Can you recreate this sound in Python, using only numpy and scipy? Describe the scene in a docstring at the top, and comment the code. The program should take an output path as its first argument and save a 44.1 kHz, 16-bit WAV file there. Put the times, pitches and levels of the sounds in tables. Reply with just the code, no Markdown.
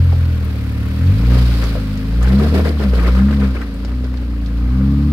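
"""On a rutted dirt bank a six-cylinder four-wheel drive crawls uphill, a few metres away.
The exhaust booms and barks with the throttle: firing orders coloured by pipe and muffler, and puffs of gas.
Fan and valve gear hiss under the bonnet, as noise that throbs with the firings.
The tyres slip and scrub on hard clay, grind grit and spray sand, all built from trains of tiny fractures.
Small stones snap, and clods and suspension knock, as short bursts of coloured noise."""
import sys
import numpy as np
from scipy import signal
from scipy.fft import rfft, irfft
from scipy.io import wavfile

SR = 44100
rng = np.random.default_rng(int(sys.argv[2]) if len(sys.argv) > 2 else 0)


def pcm_store(signal):
    """Save signal as 16-bit PCM."""
    levels = np.round(np.clip(np.atleast_2d(signal), -1, 1) * 32767)
    wavfile.write(sys.argv[1], SR, levels.astype(np.int16).T)


N = 226100
TIME = np.arange(N) / SR
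BINS = np.fft.rfftfreq(N, 1 / SR)

# What the muffler lets through. Each row: frequency in Hz, gain in dB.
MUFFLER_PASS = [(50, -4), (90, 2.5), (135, -7), (165, -4), (198, 9.5), (226, -9.5), (257, 3.5), (272, 0),
                (290, -1), (330, -28.5), (385, -21), (436, -31), (520, -59), (620, -34)]


def gain_of(db):
    """A level in decibels is twenty times the logarithm of an amplitude factor."""
    return 10 ** (np.asarray(db) / 20)


def evened(x):
    """Mean power sets the level: scales a signal to an rms of one."""
    return x / np.sqrt(np.mean(x ** 2) + 1e-20)


def read(points, hz):
    """Pitch is logarithmic in frequency, so a spectrum table is joined on a log-frequency axis."""
    f, value = np.transpose(points)
    return np.interp(np.log(hz + 1), np.log(f), value)


def curves(rows):
    """Slow control: joins each column of a time table by straight lines, sample by sample."""
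    s, *columns = np.transpose(rows)
    return [np.interp(TIME, s, column) for column in columns]


def wander(rate_hz):
    """Low-passed noise: a random fluctuation of unit rms, mostly slower than the given rate."""
    spectrum = rfft(rng.standard_normal(N))
    return evened(irfft(spectrum / (1 + (BINS / rate_hz) ** 4), N))


def coloured(pair, colour):
    """Partial coherence: filters two signals to a colour, alike in the bass and apart in the treble."""
    # Likeness of the channels. Each row: frequency in Hz, coherence (below zero counts as zero).
    likeness = [(290, 1), (640, 0.62), (1300, 0.63), (3000, 0.13), (15000, -0.4)]
    # Phase by which the left channel lags. Each row: frequency in Hz, phase in radians.
    left_lag = [(100, 1.5), (520, -0.38), (860, 1.76), (1300, -0.5), (1750, 1.93), (4100, 3), (15000, 17)]
    a, b = rfft(pair)
    same = np.clip(read(likeness, BINS), 0, 1)
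    left = a * np.exp(-1j * read(left_lag, BINS))
    right = same * a + np.sqrt(1 - same ** 2) * b
    stereo = np.array([left, right])
    return evened(irfft(stereo * gain_of(read(colour, BINS)), N))


def pipe_response(hz, order=6):
    """Standing waves in a pipe: resonances, above a steep low cut, give each frequency its gain and phase."""
    # Pipe modes. Each row: frequency in Hz, width in Hz, level in dB.
    pipe_modes = [(61.9, 15.6, -12.5), (94.6, 8.73, 0), (133, 26, -11), (199.1, 13.9, -12.5),
                  (274, 25.4, -9.5)]
    cut_hz = 55.8  # deeper notes hardly leave the pipe
    waves = sum(gain_of(db) / (1 + 2j * (hz - ring_hz) / width_hz) for ring_hz, width_hz, db in pipe_modes)
    low_cut = signal.butter(order, 1, "high", analog=True)
    return waves * signal.freqs(*low_cut, hz / cut_hz)[1]


def exhaust(firings, firing_hz, throttle_db):
    """Harmonic synthesis: three strong orders of the firing rate swell as they sweep through the pipe modes."""
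    # Boom, drone and bark (orders 1, 2, 3): dB gained for each dB of throttle.
    sharpening_by_order = [1.0, 1.69, 2.17]
    # The drone alone as the vehicle passes. Each row: time in seconds, level in dB.
    drone_level = [(0, 2), (1.4, -0.9), (3, -13), (4, -4), (5.13, -5.5)]
    shake, bank = .05, .11  # unevenness by chance, and between the two cylinder banks (shares)
    pipe_lag_s = 0.013  # the standing waves take this long to follow the engine
    alternate = np.cos(np.pi * firings)
    drone_db, = curves(drone_level)
    settled_hz = np.interp(TIME - pipe_lag_s, TIME, firing_hz)
    sound = np.zeros(N)
    for k, sharpening in enumerate(sharpening_by_order, 1):
        strength = 1 + shake * wander(26) + bank * alternate * (k > 1)
        swell = abs(pipe_response(k * settled_hz))
        pipe_turn = np.angle(pipe_response(k * firing_hz))
        wave = swell * np.cos(2 * np.pi * k * firings + pipe_turn)
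        level_db = sharpening * throttle_db + drone_db * (k == 2)
        sound -= gain_of(level_db) * np.sqrt(2) * strength * wave
    return sound


def pipe_phase(hz, ring_hz, width_hz):
    """Resonant phase shift: a muffler chamber turns the phase of whatever passes close to its resonance."""
    return np.pi / 2 - np.arctan(2 * (hz - ring_hz) / width_hz)


def burble(firings, firing_hz, level_db):
    """Subharmonics of unevenness: uneven banks add half orders and unequal cylinders sixths, in the muffler."""
    # Muffler chambers: resonances in Hz.
    chambers_hz = [192.4, 250.7, 298.4]
    bank_db, cylinder_db = -7, -25  # half and sixth orders against whole ones
    trim_db, chamber_width_hz, rough_rad = 2.0, 35, .1
    sound, power = np.zeros(N), np.zeros(N)
    for k in range(5, 55):  # in sixths of the firing rate
        strong_order = k in (6, 12, 18)  # these belong to exhaust()
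        if strong_order or (k > 30 and k % 3):
            continue
        order = k / 6
        hz = order * firing_hz
        if k % 3:
            uneven_db, start = cylinder_db, rng.random()
        else:
            uneven_db, start = bank_db * (k % 2), (k % 2) / 4
        # the chambers draw each pulse out
        ringing = sum(pipe_phase(hz, chamber, chamber_width_hz) for chamber in chambers_hz)
        gain = gain_of(read(MUFFLER_PASS, hz) + uneven_db)
        phase = 2 * np.pi * (order * firings + start) + ringing + rough_rad * wander(25)
        sound -= gain * np.cos(phase)
        power += gain ** 2 / 2
    return gain_of(level_db + trim_db) * sound / np.sqrt(power)


def puffs(firings, depth):
    """Amplitude modulation: turbulent noise swells with each firing."""
    return rng.standard_normal((2, N)) * np.exp(depth * np.cos(2 * np.pi * firings))


def gas_rush(firings, level_db):
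    """Jet noise: gas leaves the tailpipe in turbulent puffs, as a dull rush and a thin rasp."""
    # Rasp, heard as the rear swings round. Each row: time in seconds, level in dB.
    rasp_level = [(0, -82), (3.6, -68), (4.45, -66), (4.62, -47), (4.8, -43.5), (4.95, -44.5),
                  (5.13, -45.5)]
    # Colour of the rasp. Each row: frequency in Hz, spectral density in dB per Hz.
    rasp_colour = [(300, -26), (540, -14), (660, -17), (800, 2), (980, -2), (1220, 6), (1500, -19),
                   (3000, -31), (6000, -55)]
    trim_db, rush_depth, rasp_depth = -15, .8, 0.83
    rush_colour = [(20, -32)] + list(MUFFLER_PASS) + [(1500, -36), (4000, -86)]
    rush = gain_of(level_db + trim_db) * coloured(puffs(firings, rush_depth), rush_colour)
    rasp_db, = curves(rasp_level)
    return rush + gain_of(rasp_db) * coloured(puffs(firings, rasp_depth), rasp_colour)


def engine_bay(firings, throb=0.4):
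    """Modulated broadband noise: fan and valve hiss throbs with the firings."""
    # Hiss as the bonnet turns away. Each row: time in seconds, level in dB.
    bay_level = [(0, -34.5), (1.1, -31), (1.9, -33.5), (3.7, -43), (5.13, -40.5)]
    # Colour of the hiss. Each row: frequency in Hz, spectral density in dB per Hz.
    bay_colour = [(100, 24), (330, -5), (450, -11), (850, -2), (1500, 3), (2500, 1.5), (4700, -14.5),
                  (6500, -16.5), (10000, -17), (12000, -12), (15500, -15.5)]
    level_db, = curves(bay_level)
    return gain_of(level_db) * coloured(puffs(firings, throb), bay_colour)


def grains(per_s, spread_db):
    """Shot noise: a random train of tiny fractures, mostly small and a few large."""
    size = gain_of(spread_db * np.minimum(rng.exponential(1, N), 5))
    breaks = rng.random(N) < per_s / SR
    return evened(size * breaks * rng.standard_normal((2, N)))


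def crumbs(per_s, spread_db, cycles, count=20):
    """Impulse-driven resonators: crumbs of clay burst, each ringing for a few cycles at one of many pitches."""
    bursts, kind = grains(per_s, spread_db), rng.integers(0, count, (2, N))
    out = np.zeros((2, N))
    for k, hz in enumerate(np.geomspace(600, 6000, count)):
        r = np.exp(-hz / SR / cycles * 2)  # pole radius sets the decay
        turn = 2 * np.pi * hz / SR
        poles = [1, -2 * r * np.cos(turn), r * r]
        ring = signal.lfilter([1, 0, -1], poles, bursts * (kind == k))
        out += evened(ring) * np.sqrt(hz)
    return out


def tyre_levels():
    """Addition of powers: steady rolling, plus slips that build up, hold and die as the tread bites; in dB."""
    # Tyres rolling on clay. Each row: time in seconds, grinding grit in dB, sand spray in dB.
    rolling = [(0, -42.5, -43), (.8, -43, -45), (1.18, -41.5, -40.5), (1.35, -36.5, -34), (1.6, -39, -34),
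               (1.74, -38, -37), (1.85, -44.5, -42), (2.15, -42, -43), (2.48, -37, -36.5),
               (2.75, -41, -42.5), (3.05, -36, -39), (3.75, -44.5, -46), (4.3, -46, -49), (4.8, -43, -46),
               (5.13, -45, -45)]
    # Lost grip. Each row: start in seconds, length in seconds, rubber scrub in dB, grinding grit in dB.
    slip_events = [(1.3, 0.082, -29.5, -37), (1.61, 0.035, -41, -32.5), (2.205, 0.051, -37, -31),
                   (2.262, 0.075, -27, -33.5), (2.381, 0.076, -21.5, -33), (2.532, 0.062, -17, -30.5),
                   (2.64, 0.043, -18.5, -29), (2.789, 0.057, -24, -32.5), (2.922, 0.041, -26.5, -33),
                   (2.968, 0.083, -29.5, -32.5), (3.056, 0.03, -24, -27.5), (3.139, 0.061, -29.5, -29.5),
                   (3.296, 0.037, -31, -34), (3.392, 0.064, -28, -33.5), (3.541, 0.032, -31, -33),
                   (3.603, 0.016, -32.5, -34), (3.868, 0.022, -39, -40), (4.03, 0.019, -36, -42),
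                   (4.2, .025, -39, -43.5)]
    attack_s, release_s = 0.013, 0.027
    roll_scrub_db = 5  # rubber scrub of a rolling tyre, above its grit
    slip_sand_db = -12.5  # sand thrown by a slip, against the mean of its scrub and grit
    grit_db, sand_db = curves(rolling)
    power = gain_of([grit_db + roll_scrub_db, grit_db, sand_db]) ** 2
    for start, length, scrub, grit in slip_events:
        age = TIME - start
        rise = np.clip(age / attack_s, 0, 1)
        shape = rise * np.exp(-np.maximum(age - length, 0) / release_s)
        sand = (scrub + grit) / 2 + slip_sand_db
        power += np.outer(gain_of([scrub, grit, sand]), shape) ** 2
    return 10 * np.log10(power)


def tyres():
    """Stick-slip friction: tread blocks catch and let go, driving scrub, crushed grit and flying sand together."""
    # Colours of rolling scrub, groaning carcass, grit and sand.
    # Each row: frequency in Hz, spectral density in dB per Hz.
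    scrub_colour = [(120, -1), (250, 2), (370, 0), (500, 4), (620, -4.5), (900, -17.5), (1500, -72),
                    (3000, -47)]
    groan_colour = [(110, -18), (190, 5), (340, 2), (450, 5.5), (570, -3.5), (660, -1), (820, -12),
                    (1500, -28), (3000, -41)]
    grit_colour = [(400, -11), (750, 2), (1200, 5.5), (1650, 3.5), (2300, -0.5), (3200, -9.5),
                   (4500, -33.5), (8000, -9)]
    sand_colour = [(1500, -2.5), (3000, -2.5), (4200, -2), (5000, -4), (5800, -13), (7200, -18),
                   (9000, -16.5), (13000, -16.5), (15500, -24)]
    judder_db, sand_judder_db = -0.7, 1.44  # opposite signs: sand swells as scrub and grit dip
    scrub_trim_db, sand_trim_db = 0.32, 0.8
    spin_db, pebble_db = -28, -11
    scrub_db, grit_db, sand_db = tyre_levels()
    slipping = np.clip((grit_db + 51) / 12, 0, 1.2)  # the louder the grit, the deeper the judder
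    judder = slipping * wander(49)
    spin = np.clip((scrub_db - spin_db) / 6, 0, 1)  # a hard spin sets the whole carcass groaning
    rubber = np.sqrt(1 - spin) * coloured(grains(1500, 1.9), scrub_colour)
    rubber = rubber + np.sqrt(spin) * coloured(grains(1800, 2.6), groan_colour)
    scrub = gain_of(scrub_db + scrub_trim_db + judder_db * judder) * rubber
    clay = crumbs(per_s=4000, spread_db=1.5, cycles=9.0)
    grit = gain_of(grit_db + judder_db * judder) * coloured(clay, grit_colour)
    spray = grains(14000, 0.68) + gain_of(pebble_db) * grains(300, 0.99)  # fine sand and sparser pebbles
    sand = gain_of(sand_db + sand_trim_db + sand_judder_db * judder) * coloured(spray, sand_colour)
    return scrub + grit + sand


def add(mix, s, sound):
    """Superposition: lays a stereo sound into the mix at time s."""
    part = mix[:, max(round(s * SR), 0):][:, :sound.shape[1]]
    part += sound[:, :part.shape[1]]


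def hit(level_db, ring_hz, octaves, decay_s, likeness):
    """Damped impact: a crack and a burst of noise about one pitch; the narrower its band, the longer it rings."""
    crack, crack_s = 1.6, .0008  # height against the burst, decay in seconds
    t = np.arange(SR // 8) / SR
    hz = np.fft.rfftfreq(len(t), 1 / SR) + 1
    a, b = rng.standard_normal((2, len(t)))
    pair = np.array([a, likeness * a + np.sqrt(max(1 - likeness ** 2, 0)) * b])
    band = (1 + (np.log2(hz / ring_hz) / octaves) ** 2) ** 2
    body = irfft(rfft(pair) / band, len(t))
    fade = np.exp(-t * np.sqrt(octaves) / decay_s) + crack * np.exp(-t / crack_s)
    return gain_of(level_db) / 2 * evened(body * fade) * np.sqrt(np.mean(fade ** 2))


def stones_and_knocks():
    """Impact excitation: brittle stones snap and scatter; clods and suspension mostly knock lower."""
    # Stones snapping under the tread. Each row: start in seconds, level in dB, ring in Hz.
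    stone_snaps = [(0.445, -38, 11700), (1.062, -41, 3998), (1.639, -29.5, 5300), (1.975, -37, 4992),
                   (2.229, -32, 7540), (3.742, -44.5, 9100), (3.849, -33, 4240), (4.044, -37, 3800),
                   (4.172, -36.5, 3750), (4.461, -36, 4020), (4.909, -52, 12460)]
    # Clods and suspension. Each row: start in seconds, level in dB, ring in Hz, spread in octaves.
    low_knocks = [(.126, -19.5, 520, 0.77), (1.754, -16.5, 520, 0.28), (2.526, -17.5, 480, 0.22),
                  (2.983, -35, 1650, 0.73), (3.286, -24.5, 1330, 0.75), (3.617, -25, 1650, 0.59),
                  (3.849, -25, 504, 0.47), (3.918, -33, 1300, 0.83), (4.141, -31, 1100, 1.5)]
    out = np.zeros((2, N))
    for s, level_db, ring_hz in stone_snaps:
        add(out, s, hit(level_db, ring_hz, octaves=0.68, decay_s=.010, likeness=0.12))
    for s, level_db, ring_hz, octaves in low_knocks:
        add(out, s, hit(level_db, ring_hz, octaves, decay_s=.009, likeness=0.82))
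    return out


def scene():
    """Common excitation: speed and throttle drive exhaust and engine bay; the tyres work the ground beneath."""
    # Engine speed. Each row: time in seconds, firings per second.
    engine_speed = [(0, 43.8), (0.3, 41.3), (0.6, 36.8), (0.82, 36.1), (0.96, 39.3), (1.09, 47.7),
                    (1.26, 59.5), (1.38, 61.6), (1.6, 57.3), (1.92, 50.6), (2.06, 52.8), (2.24, 60.7),
                    (2.46, 74.1), (2.56, 78.2), (2.77, 73.4), (2.91, 61.9), (3, 58.0), (3.12, 61.7),
                    (3.31, 71.4), (3.5, 64.0), (3.73, 53.2), (3.96, 62.4), (4.13, 62.4), (4.48, 55.7),
                    (4.63, 59.1), (4.84, 68.0), (5.13, 73.8)]
    # Strength of the exhaust pulses. Each row: time in seconds, level in dB.
    throttle_level = [(0, -4), (.5, -5), (.9, -4.5), (1.12, -5), (1.32, .5), (1.7, -4.5), (2, -8.5),
                      (2.2, -1), (2.38, 0), (2.75, -3.8), (2.92, -1.5), (3.22, -0.04), (3.46, -2.5),
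                      (3.62, -12), (3.95, -8), (4.25, -9.5), (4.55, -5.5), (4.82, -2.5), (5.13, -1.5)]
    # Burble at full throttle, before its trim. Each row: time in seconds, level in dB.
    open_burble = [(0, -32.5), (.7, -28.5), (1.12, -24), (1.5, -29.5), (2, -23.5), (2.32, -36),
                   (2.56, -21.5), (2.8, -32.5), (3.45, -27.5), (4.55, -28), (4.92, -21.5), (5.13, -23.5)]
    burble_share = 0.24  # dB of burble for each dB of throttle
    firing_hz, = curves(engine_speed)
    throttle_db, = curves(throttle_level)
    open_burble_db, = curves(open_burble)
    burble_db = open_burble_db + burble_share * throttle_db
    firings = np.cumsum(firing_hz) / SR  # running count
    pipe = exhaust(firings, firing_hz, throttle_db) + burble(firings, firing_hz, burble_db)
    pipe = pipe + gas_rush(firings, burble_db)
    return pipe + engine_bay(firings) + tyres() + stones_and_knocks()


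def record(dry):
    """Linear filtering: each channel takes its own colour, then soft ends and a band limit."""
    # Channel balance. Each row: frequency in Hz, left minus right in dB.
    balance = [(150, .5), (380, 2), (700, 3), (1290, 1.5), (2380, 3), (4400, -6), (8100, -3), (13000, .5)]
    edge_hz = 15750
    tilt_db = read(balance, np.fft.rfftfreq(2 * N, 1 / SR)) / 2
    channels = irfft(rfft(dry, 2 * N) * gain_of([tilt_db, -tilt_db]))[:, :N]
    channels = channels * signal.windows.tukey(N, .001)
    low_pass = signal.firwin(511, edge_hz, window=("kaiser", 9), fs=SR)
    return signal.oaconvolve(channels, low_pass[None], "same")


dry = scene()
out = record(dry)
pcm_store(out)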